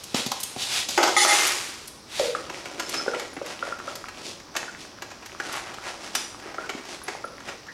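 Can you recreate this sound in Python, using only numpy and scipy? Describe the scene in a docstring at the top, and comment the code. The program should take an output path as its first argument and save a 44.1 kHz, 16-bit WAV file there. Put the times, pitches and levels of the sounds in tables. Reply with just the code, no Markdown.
"""Feeding time in a tiled room. Shoes and claws tap the floor as someone steps up to a wooden stand.
At 1 s two plastic cups knock on steel bowls; kibble pours in, ringing the steel until the heap muffles it.
The person steps back and a rubber sole squeaks. From 2.35 s two dogs nose through the food, crunch,
smack and gulp; now and then a tag or kibble clinks on a bowl.
A bright echo and faint air noise throughout."""
import sys
import numpy as np
from scipy import signal
from scipy.fft import rfft, irfft, next_fast_len
from scipy.io import wavfile
from scipy.ndimage import uniform_filter1d, minimum_filter1d

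SR = 44100
rng = np.random.default_rng(int(sys.argv[2]) if len(sys.argv) > 2 else 0)


def generate_wav(sig):
    """Save sig (samples, or channels by samples) to the path in sys.argv[1] as 16-bit PCM at SR."""
    pcm = np.round(np.clip(np.atleast_2d(sig).T, -1, 1) * 32767).astype(np.int16)
    wavfile.write(sys.argv[1], SR, pcm)


N = 340893
TIME = np.arange(N) / SR
MEAL_START_S = 2.35

# spectrum of falling kibble: f/Hz, level/dB
POUR_SPECTRUM = [(120, -50), (200, -20), (345, -0.5), (650, -6.5), (850, -1.5), (2170, 1.5), (3300, -1.5),
                 (7000, -3), (10000, -11), (13000, -17), (15500, -33)]


def pour():
    """Kibble runs at full flow, then trickles out; it drums on bare steel until the heap covers it."""
    flow = gate(1.166) * fade(start_s=1.418, db_per_s=64.5)
    clatter = from_db(-21) * flow * coloured(grains(per_s=1600, spread_db=-0.5), POUR_SPECTRUM)
    on_steel = flow * fade(start_s=1.218, db_per_s=97)
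    sparkle = bowl_upper_modes(from_db(-19) * on_steel, t60_s=0.092, count=36)
    return clatter + sparkle + bowls(from_db(-3.5) * on_steel, t60_1khz_s=0.27)


def bowls(flow, t60_1khz_s):
    """Hard blows and pattering pellets ring the same steel modes; high modes die sooner."""
    # steel modes: f/Hz, level/dB
    modes = [(360, -18.5), (522, -21), (824, -5), (856, -10), (1256, -4), (1841, -10), (1992, -5),
             (2101, 0), (3464, -8.5), (4285, -14), (4560, -18), (5240, -14), (5690, -16), (5998, -10),
             (6246, -10), (6880, -6), (7160, -14), (7730, -21), (8107, -16), (8282, -11), (8890, -29),
             (9249, -15), (9549, -8), (10121, -11), (11013, -17)]
    # blows on a bowl: t/s, level/dB, contact cut-off/Hz
    blows = [(0.976, -9, 700), (1.032, -18, 900), (1.1655, -5, 2945)]
    out = np.zeros(N)
    patter = grains(per_s=800, spread_db=4) * flow
    for hz, db in modes:
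        t60_s = t60_1khz_s * (hz / 1000) ** -.25
        clicks = patter * rng.standard_normal(N) / np.sqrt(t60_s * SR)
        for s, blow_db, contact_hz in blows:
            clicks[round(s * SR)] += rng.choice([-1, 1]) * from_db(blow_db) / np.hypot(1, hz / contact_hz)
        out += from_db(db) * ring(clicks, hz, t60_s)
    return butter(out, 270, "high", order=3)  # the bowls carry no bass below about 270 Hz


def bowl_upper_modes(flow, t60_s, count):
    """Crowded steel modes from about 3 kHz up; each pellet excites them unevenly."""
    pellets = grains(per_s=290, spread_db=5.5) * flow
    modes_hz = np.geomspace(3000, 13000, count) * rng.uniform(.98, 1.02, count)
    out = np.zeros(N)
    for hz in modes_hz:
        out += from_db(at_hz(POUR_SPECTRUM, hz)) * ring(pellets * rng.standard_normal(N), hz, t60_s)
    return out / np.sqrt(t60_s * SR)


def cups():
    """Hollow plastic cups knock on bowls and stand."""
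    # knocks: t/s, level/dB, tilt/(dB/band)
    knocks = [(0.976, -11, -4), (1.003, -23, -4.5), (1.029, -15, -1.5), (1.074, -21.5, -1.5),
              (1.247, -8, 0), (1.468, -30, 9.5)]
    return contacts(knocks, lowest_hz=321, band_db=[-5, -1, -2.5, -12], t60_s=0.083,
                    grit_db=5.5, rise_s=0.00051, hollow_hz=1390, hollow_db=-11)


def bites(faint_count, gap_s):
    """Kibble cracks between teeth or against steel; faint bites fall loosely among the loud ones."""
    # loud bites: t/s, level/dB, tilt/(dB/band)
    loud = [(2.496, -33.5, -2.5), (2.654, -35, -0.5), (2.796, -27.5, 1.5), (2.891, -41, 11.5),
            (2.939, -28.5, -0.5), (3.144, -31.5, -8), (3.195, -32.5, 2.5), (3.365, -38, -9.5),
            (3.460, -40, 5), (3.953, -39, 7.5), (4.084, -41.5, 0.5), (4.551, -32, -4.5), (4.563, -25, 2.5),
            (5.020, -33, 0), (5.113, -41, -2), (5.258, -41, 4.5), (5.399, -31.5, -2.5),
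            (5.525, -43.5, 10.5), (5.560, -50, 11), (5.740, -38, 0), (6.150, -22.5, 5), (6.541, -38, -5.5),
            (6.692, -29.5, -2), (7.080, -29, -3.5), (7.488, -34.5, -3.5)]
    jitter, spread_db, tilt_db = rng.standard_normal((faint_count, 3)).T
    s = MEAL_START_S + gap_s * (np.arange(faint_count) + .5 + .25 * jitter)
    faint = np.transpose([s, -44.5 + spread_db, tilt_db])[s < N / SR - .01]
    return contacts(loud + list(faint), lowest_hz=286, band_db=[-6, 1.3, -1.5, -12.5], t60_s=0.038,
                    grit_db=5, rise_s=0.0031, hollow_hz=1933, hollow_db=-19.5)


def lip_smacks():
    """Lips and tongue part and the mouth pops; harder smacks are shorter."""
    # smacks: t/s, level/dB, mouth f/Hz
    smacks = [(2.350, -19, 1330), (2.998, -31, 1360), (3.081, -22, 1470), (3.136, -26, 1324),
              (3.6264, -21, 1330), (3.724, -24.5, 1314), (3.878, -29, 1350), (4.68, -36.5, 1470),
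              (5.400, -25, 1630), (6.583, -26.5, 1360), (6.638, -36, 1470), (7.2417, -28.5, 1338),
              (7.685, -37, 1785)]
    length_s, halving_db = 0.0098, 7.5
    rows = [(s, db, hz, length_s * .5 ** ((db + 24) / halving_db)) for s, db, hz in smacks]
    return from_db(3.5) * pops(rows, rise_s=0.00011, glide=0.017, waver=0.068)


def gulps():
    """Closing jaws and swallows ring the throat."""
    # swallows: t/s, level/dB, throat f/Hz
    swallows = [(2.501, -37, 372), (3.063, -28.5, 550), (3.079, -21, 500), (3.140, -29, 643),
                (3.376, -37, 340), (3.415, -29, 580), (3.630, -34, 526), (3.677, -33.5, 650),
                (3.877, -35, 580), (6.457, -38, 454), (6.586, -32, 625), (6.749, -35, 298),
                (7.150, -31.5, 790), (7.245, -33.5, 570)]
    return from_db(8) * thuds(swallows, push_s=0.005, ring_cycles=11.3)


def chewing(level_db, per_s, ring_cycles):
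    """Small wet ticks all through the meal, each ringing the mouth at one of twelve pitches."""
    eating = np.interp(TIME, [2.2, 2.5], [0, 1])
    mouth_hz = np.geomspace(1200, 3400, 12)
    ticks = grains(per_s, spread_db=5)
    choice = rng.integers(0, len(mouth_hz), N)
    rings = sum(ring(ticks * (choice == k), hz, ring_cycles / hz) for k, hz in enumerate(mouth_hz))
    return from_db(level_db) * eating * rms_one(rings)


def muzzles():
    """Kibble shifts softly all through the meal and scrapes louder with each shove."""
    # muzzle shoves: peak t/s, level/dB, hiss tilt/dB
    shoves = [(2.56, -42, -0.5), (2.74, -59, -4), (2.93, -39, 7), (3.20, -41.5, -2), (3.50, -37.5, -2.5),
              (3.67, -39, -5), (3.89, -41, -1), (4.19, -45.5, 2), (4.278, -40, 8), (4.62, -45, -9),
              (4.821, -53.5, 22.5), (5.47, -38.5, -1.5), (5.553, -33.5, -6), (5.68, -42.5, -10),
              (5.882, -35, -5.5), (6.05, -39, -1.5), (6.18, -38, 1), (6.47, -43, -11), (6.62, -44, -6),
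              (6.77, -44, -6), (6.922, -39.5, 1.5), (7.109, -40, -6.5), (7.49, -41.5, -5)]
    # stirring between shoves: t/s, level/dB
    stirring = [(2.35, -29.5), (2.51, -40.5), (2.74, -33.5), (2.99, -29.5), (3.44, -41.5), (3.58, -38),
                (4.47, -46.5), (4.79, -45), (5.12, -45), (5.37, -42), (5.57, -37.5), (6.45, -43),
                (6.91, -41), (7.72, -45.5)]
    # spectrum of shifting kibble: f/Hz, level/dB
    spectrum = [(71, -69), (120, -12.5), (325, 7), (488, 0.5), (552, 4.5), (955, -2), (1790, -3.5),
                (3580, -7), (5610, -7.5), (10300, -19), (15500, -41)]
    rise_s, fall_s = 0.033, 0.043
    strokes = [(*shove, rise_s, fall_s) for shove in shoves]
    scrapes = rubbing(strokes, spectrum, per_s=2000, spread_db=2.5,
                      band_db=[-4.5, -2.5, -2], bass_follows=0.095)
    activity = gate(MEAL_START_S) * from_db(np.interp(TIME, *np.transpose(stirring)) - 7.5)
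    return scrapes + activity * coloured(grains(per_s=1500, spread_db=3.5), spectrum)


def steel_clinks():
    """A tag or kibble clinks on a bowl; the metal rings on a few close modes, higher ones dying sooner."""
    # clinks: t/s, level/dB, f/Hz
    clinks = [(2.797, -41, 5260), (2.861, -38, 5270), (2.891, -40, 6000), (2.940, -38, 5230),
              (2.965, -31, 5210), (3.335, -48.5, 10600), (6.156, -32, 5840), (7.036, -38, 10640),
              (7.250, -48, 10500)]
    # metal modes: frequency ratio, level/dB
    modes = [(1, 4), (1.013, -6), (1.17, -16), (1.43, -18)]
    chatter_s, t60_5khz_s = .004, 0.19
    out, t = np.zeros(N), TIME[:SR // 2]
    for s, db, hz in clinks:
        chatter = rng.standard_normal(len(t)) * np.exp(-t / chatter_s)
        for ratio, mode_db in modes:
            t60_s = t60_5khz_s * (hz * ratio / 5000) ** -2.5
            ping = ring(chatter, hz * ratio, t60_s)
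            add(out, s, from_db(db + mode_db) * ping / np.abs(ping).max())
    return out


def footsteps():
    """Dull soles and bright claws tap the tiles; heels thud."""
    # soles and claws: t/s, level/dB, tilt/(dB/band)
    steps = [(0.036, -45.5, 9), (0.143, -21, -5), (0.262, -29.5, 1), (0.315, -28.5, 3.5), (0.401, -48, 13),
             (0.431, -41.5, 14), (0.559, -35.5, -11.5), (0.885, -27.5, 1.5), (0.904, -34.5, 3.5),
             (1.874, -51.5, 13), (2.194, -25.5, -5.5)]
    # heel strikes: t/s, peak/dB, f/Hz
    heels = [(0.145, -17.5, 235), (0.263, -24, 193), (0.318, -15.5, 990), (0.562, -32.5, 202)]
    taps = contacts(steps, lowest_hz=170, band_db=[-9.5, -7.5, 2, -8], t60_s=0.038,
                    grit_db=9.5, rise_s=0.0028, hollow_hz=1330, hollow_db=-17)
    return taps + thuds(heels, push_s=0.012, ring_cycles=3.2)


def sole_squeak(start_s, slips):
    """Rubber sticks and slips; the run slows, weakens and sinks in pitch as the foot settles."""
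    first_hz, settled_hz = 580, 493
    first_db, loss_db = -15, 2
    length_s, gap_s, slowing = 0.016, 0.016, 1.2
    rows, s = [], start_s
    for k in range(slips):
        hz = settled_hz + (first_hz - settled_hz) * np.exp(-2 * k)
        rows.append((s, first_db - loss_db * k, hz, length_s))
        s += gap_s * slowing ** k
    return pops(rows, rise_s=0.0016, glide=-0.014, waver=0.074)


def brushing():
    """Trousers and soles brush past."""
    # strokes: peak t/s, level/dB, hiss tilt/dB, rise/s, fall/s
    strokes = [(0.04, -55, 14, 0.11, .1), (0.16, -29, 3.5, 0.0071, 0.053), (0.28, -45, 2, 0.18, 0.33),
               (0.62, -32.5, 8, 0.026, 0.043), (0.775, -28.5, 6, 0.068, 0.044),
               (0.91, -37.5, 8, 0.019, 0.45), (2.205, -33, 3, 0.056, 0.079)]
    # friction spectrum: f/Hz, level/dB
    spectrum = [(47, -37), (80, 3), (446, 5), (594, 3), (1100, -6), (2130, -1), (3870, 4.5), (9760, -7),
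                (13300, -18.5), (15500, -26)]
    return rubbing(strokes, spectrum, per_s=5000, spread_db=-1, band_db=[-13, -.8, -1], bass_follows=0.44)


def room(x, build_s):
    """Tiles and bare walls return a dense, bright tail that dies band by band."""
    # room decay: f/Hz, t60/s
    decay = [(150, 0.13), (500, 0.61), (1400, 0.49), (4000, 0.64), (9000, 0.67), (15000, 0.087)]
    t, response = TIME[:SR], 0
    edges_hz = np.geomspace(70, 17000, 13)
    for low, high in zip(edges_hz, edges_hz[1:]):
        t60_s = at_hz(decay, np.sqrt(low * high))
        band = butter(rng.standard_normal(len(t)), [low, high], "band")
        response = response + band * from_db(-60 * t / t60_s)
    response = response * (1 - np.exp(-t / build_s))
    return signal.fftconvolve(x, response / np.linalg.norm(response))[:N]


def air(level_db):
    """Steady air noise of the room."""
    # air spectrum: f/Hz, level/dB
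    spectrum = [(15, -40), (25, -3), (82, 4.5), (152, 3.5), (289, 5.5), (722, -2.5), (1080, 1), (2770, -16),
                (5010, -4.5), (5880, -3.5), (8350, -46), (10400, -24.5), (15500, -29)]
    return from_db(level_db) * coloured(rng.standard_normal(N), spectrum)


def contacts(table, lowest_hz, band_db, t60_s, grit_db, rise_s, hollow_hz, hollow_db):
    """Each contact is a dying volley of tiny impacts that rings a hollow; positive tilt is brighter."""
    # upper edges of thud, body, snap and fizz: f/Hz
    upper_edges_hz = [800, 2700, 7000, 12500]
    edges_hz = [lowest_hz] + upper_edges_hz
    out, t = np.zeros(N), TIME[:SR // 6]
    envelope = (1 - np.exp(-t / rise_s)) * from_db(-60 * t / t60_s)
    bands_from_pivot = np.arange(len(band_db)) - (len(band_db) - 1.5) / 2
    for s, level_db, tilt_db in table:
        volley = envelope * rng.standard_normal(len(t)) * from_db(grit_db * rng.standard_normal(len(t)))
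        hollow = ring(volley, hollow_hz * rng.uniform(.8, 1.25), t60_s=.007)
        knock = rms_one(volley) + from_db(hollow_db) * rms_one(hollow)
        for k, colour_db in enumerate(band_db + tilt_db * bands_from_pivot):
            band = butter(knock, edges_hz[k:k + 2], "band", order=3)
            peak_rms = np.sqrt(uniform_filter1d(band ** 2, size=SR // 250).max())
            add(out, s, from_db(level_db + colour_db) * band / peak_rms)
    return out


def pops(table, rise_s, glide, waver):
    """A cavity or a sole rings for a few cycles while its pitch slides and wavers."""
    out, t = np.zeros(N), TIME[:SR // 12]
    for s, peak_db, hz, length_s in table:
        age = t / max(length_s, .002)
        wobble = rms_one(butter(rng.standard_normal(len(t)), 480, "low"))
        pitch_hz = hz * (1 + glide * (np.minimum(age, 1) - .5) + waver * wobble)
        tone = np.sin(2 * np.pi * np.cumsum(pitch_hz) / SR)
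        swell = (1 - np.exp(-t / rise_s)) * np.exp(-2 * age ** 2)
        add(out, s, from_db(peak_db) * swell / swell.max() * tone)
    return out


def thuds(table, push_s, ring_cycles):
    """A short rough push rings a heavily damped body."""
    out, t = np.zeros(N), TIME[:SR // 8]
    for s, peak_db, hz in table:
        push = rng.standard_normal(len(t)) * np.exp(-3 * t / push_s)
        body = butter(ring(push, hz, ring_cycles / hz), hz * 0.61, "high", order=4)
        add(out, s, from_db(peak_db) * body / np.abs(body).max())
    return out


def rubbing(strokes, spectrum, per_s, spread_db, band_db, bass_follows):
    """Tiny catches swell and fade with each stroke; force adds more scrape and hiss than bass."""
    # edges of bass, scrape and hiss: f/Hz
    edges_hz = [60, 800, 2500, 16000]
    friction, out = coloured(grains(per_s, spread_db), spectrum), 0
    s, level_db, hiss_db, rise_s, fall_s = np.transpose(strokes)
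    t = TIME[::40, None]
    swells = np.exp(-((t - s) / np.where(t < s, rise_s, fall_s)) ** 2)
    bass_db = level_db.mean() + bass_follows * (level_db - level_db.mean())
    for k, db in enumerate([bass_db, level_db - hiss_db / 2, level_db + hiss_db / 2]):
        power = swells @ from_db(db + band_db[k]) ** 2
        gain = np.interp(TIME, t[:, 0], np.sqrt(power))
        out = out + gain * rms_one(butter(friction, edges_hz[k:k + 2], "band", order=3))
    return out


def grains(per_s, spread_db):
    """Random clicks of uneven size and sign; rms 1."""
    sizes = from_db(spread_db * np.minimum(rng.exponential(1, N), 4)) * rng.choice([-1, 1], N)
    return rms_one(sizes * (rng.random(N) < per_s / SR))


def ring(clicks, hz, t60_s):
    """One mode: a unit click starts a decaying sine of height 1."""
    r, w = from_db(-60 / (t60_s * SR)), 2 * np.pi * hz / SR
    return signal.lfilter([0, np.sin(w)], [1, -2 * r * np.cos(w), r * r], clicks + 1e-18)


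def coloured(x, spectrum):
    """Give a steady sound a spectrum; rms 1."""
    size = next_fast_len(N)
    gain = from_db(at_hz(spectrum, np.arange(size // 2 + 1) * SR / size))
    return rms_one(irfft(rfft(x, size) * gain, size)[:N])


def butter(x, hz, kind, order=2):
    """Causal Butterworth filter."""
    sos = signal.butter(order, np.clip(hz, 10, .45 * SR), kind, fs=SR, output="sos")
    return signal.sosfilt(sos, x + 1e-18)


def gate(start_s):
    """Silent, then open within 1 ms."""
    return np.clip((TIME - start_s) * 1000, 0, 1)


def fade(start_s, db_per_s):
    """Full level, then a steady fall."""
    return from_db(-db_per_s * np.maximum(TIME - start_s, 0))


def add(out, s, sound):
    """Mix a short sound in at a time."""
    start = max(round(s * SR), 0)
    out[start:start + len(sound)] += sound[:N - start]


def at_hz(points, hz):
    """Read a table on a log-frequency axis."""
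    known_hz, values = np.transpose(points)
    return np.interp(np.log(np.maximum(hz, 1)), np.log(known_hz), values)


def from_db(db):
    """Decibels to gain."""
    return 10 ** (np.asarray(db) / 20)


def rms_one(x):
    """Scale to rms 1."""
    return x / np.sqrt(np.mean(x ** 2) + 1e-20)


def scene():
    """Steps, cups, pour and meal in one room; three groups feed the echo at their own levels."""
    sharp = footsteps() + cups() + bites(faint_count=18, gap_s=.3)
    smacks = lip_smacks()
    sharp += gulps()
    dense = brushing()
    sharp += sole_squeak(start_s=2.196, slips=5) + steel_clinks()
    sharp += chewing(level_db=-52, per_s=37, ring_cycles=9.4)
    dense += pour() + muzzles()
    send = from_db(-5.5) * sharp + from_db(-10) * dense + from_db(-6.5) * smacks
    echo = room(send, build_s=0.0023)
    return (sharp + smacks + dense + echo + air(level_db=-48))[None]


def record(dry):
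    """A limiter holds the loudest peaks down; a steep low-pass cuts the top."""
    ceiling_db, release_db_per_s, cutoff_hz = -6, 120, 15900
    over_db = np.maximum(20 * np.log10(np.abs(dry[0]) + 1e-9) - ceiling_db, 0)
    held_db = np.maximum.accumulate(over_db + release_db_per_s * TIME) - release_db_per_s * TIME
    gain_db = minimum_filter1d(-held_db, size=160)  # ducks just ahead of each peak
    limited = dry * from_db(uniform_filter1d(gain_db, size=160))
    return signal.sosfilt(signal.ellip(10, .1, 80, cutoff_hz, fs=SR, output="sos"), limited)


dry = scene()
out = record(dry)
generate_wav(out)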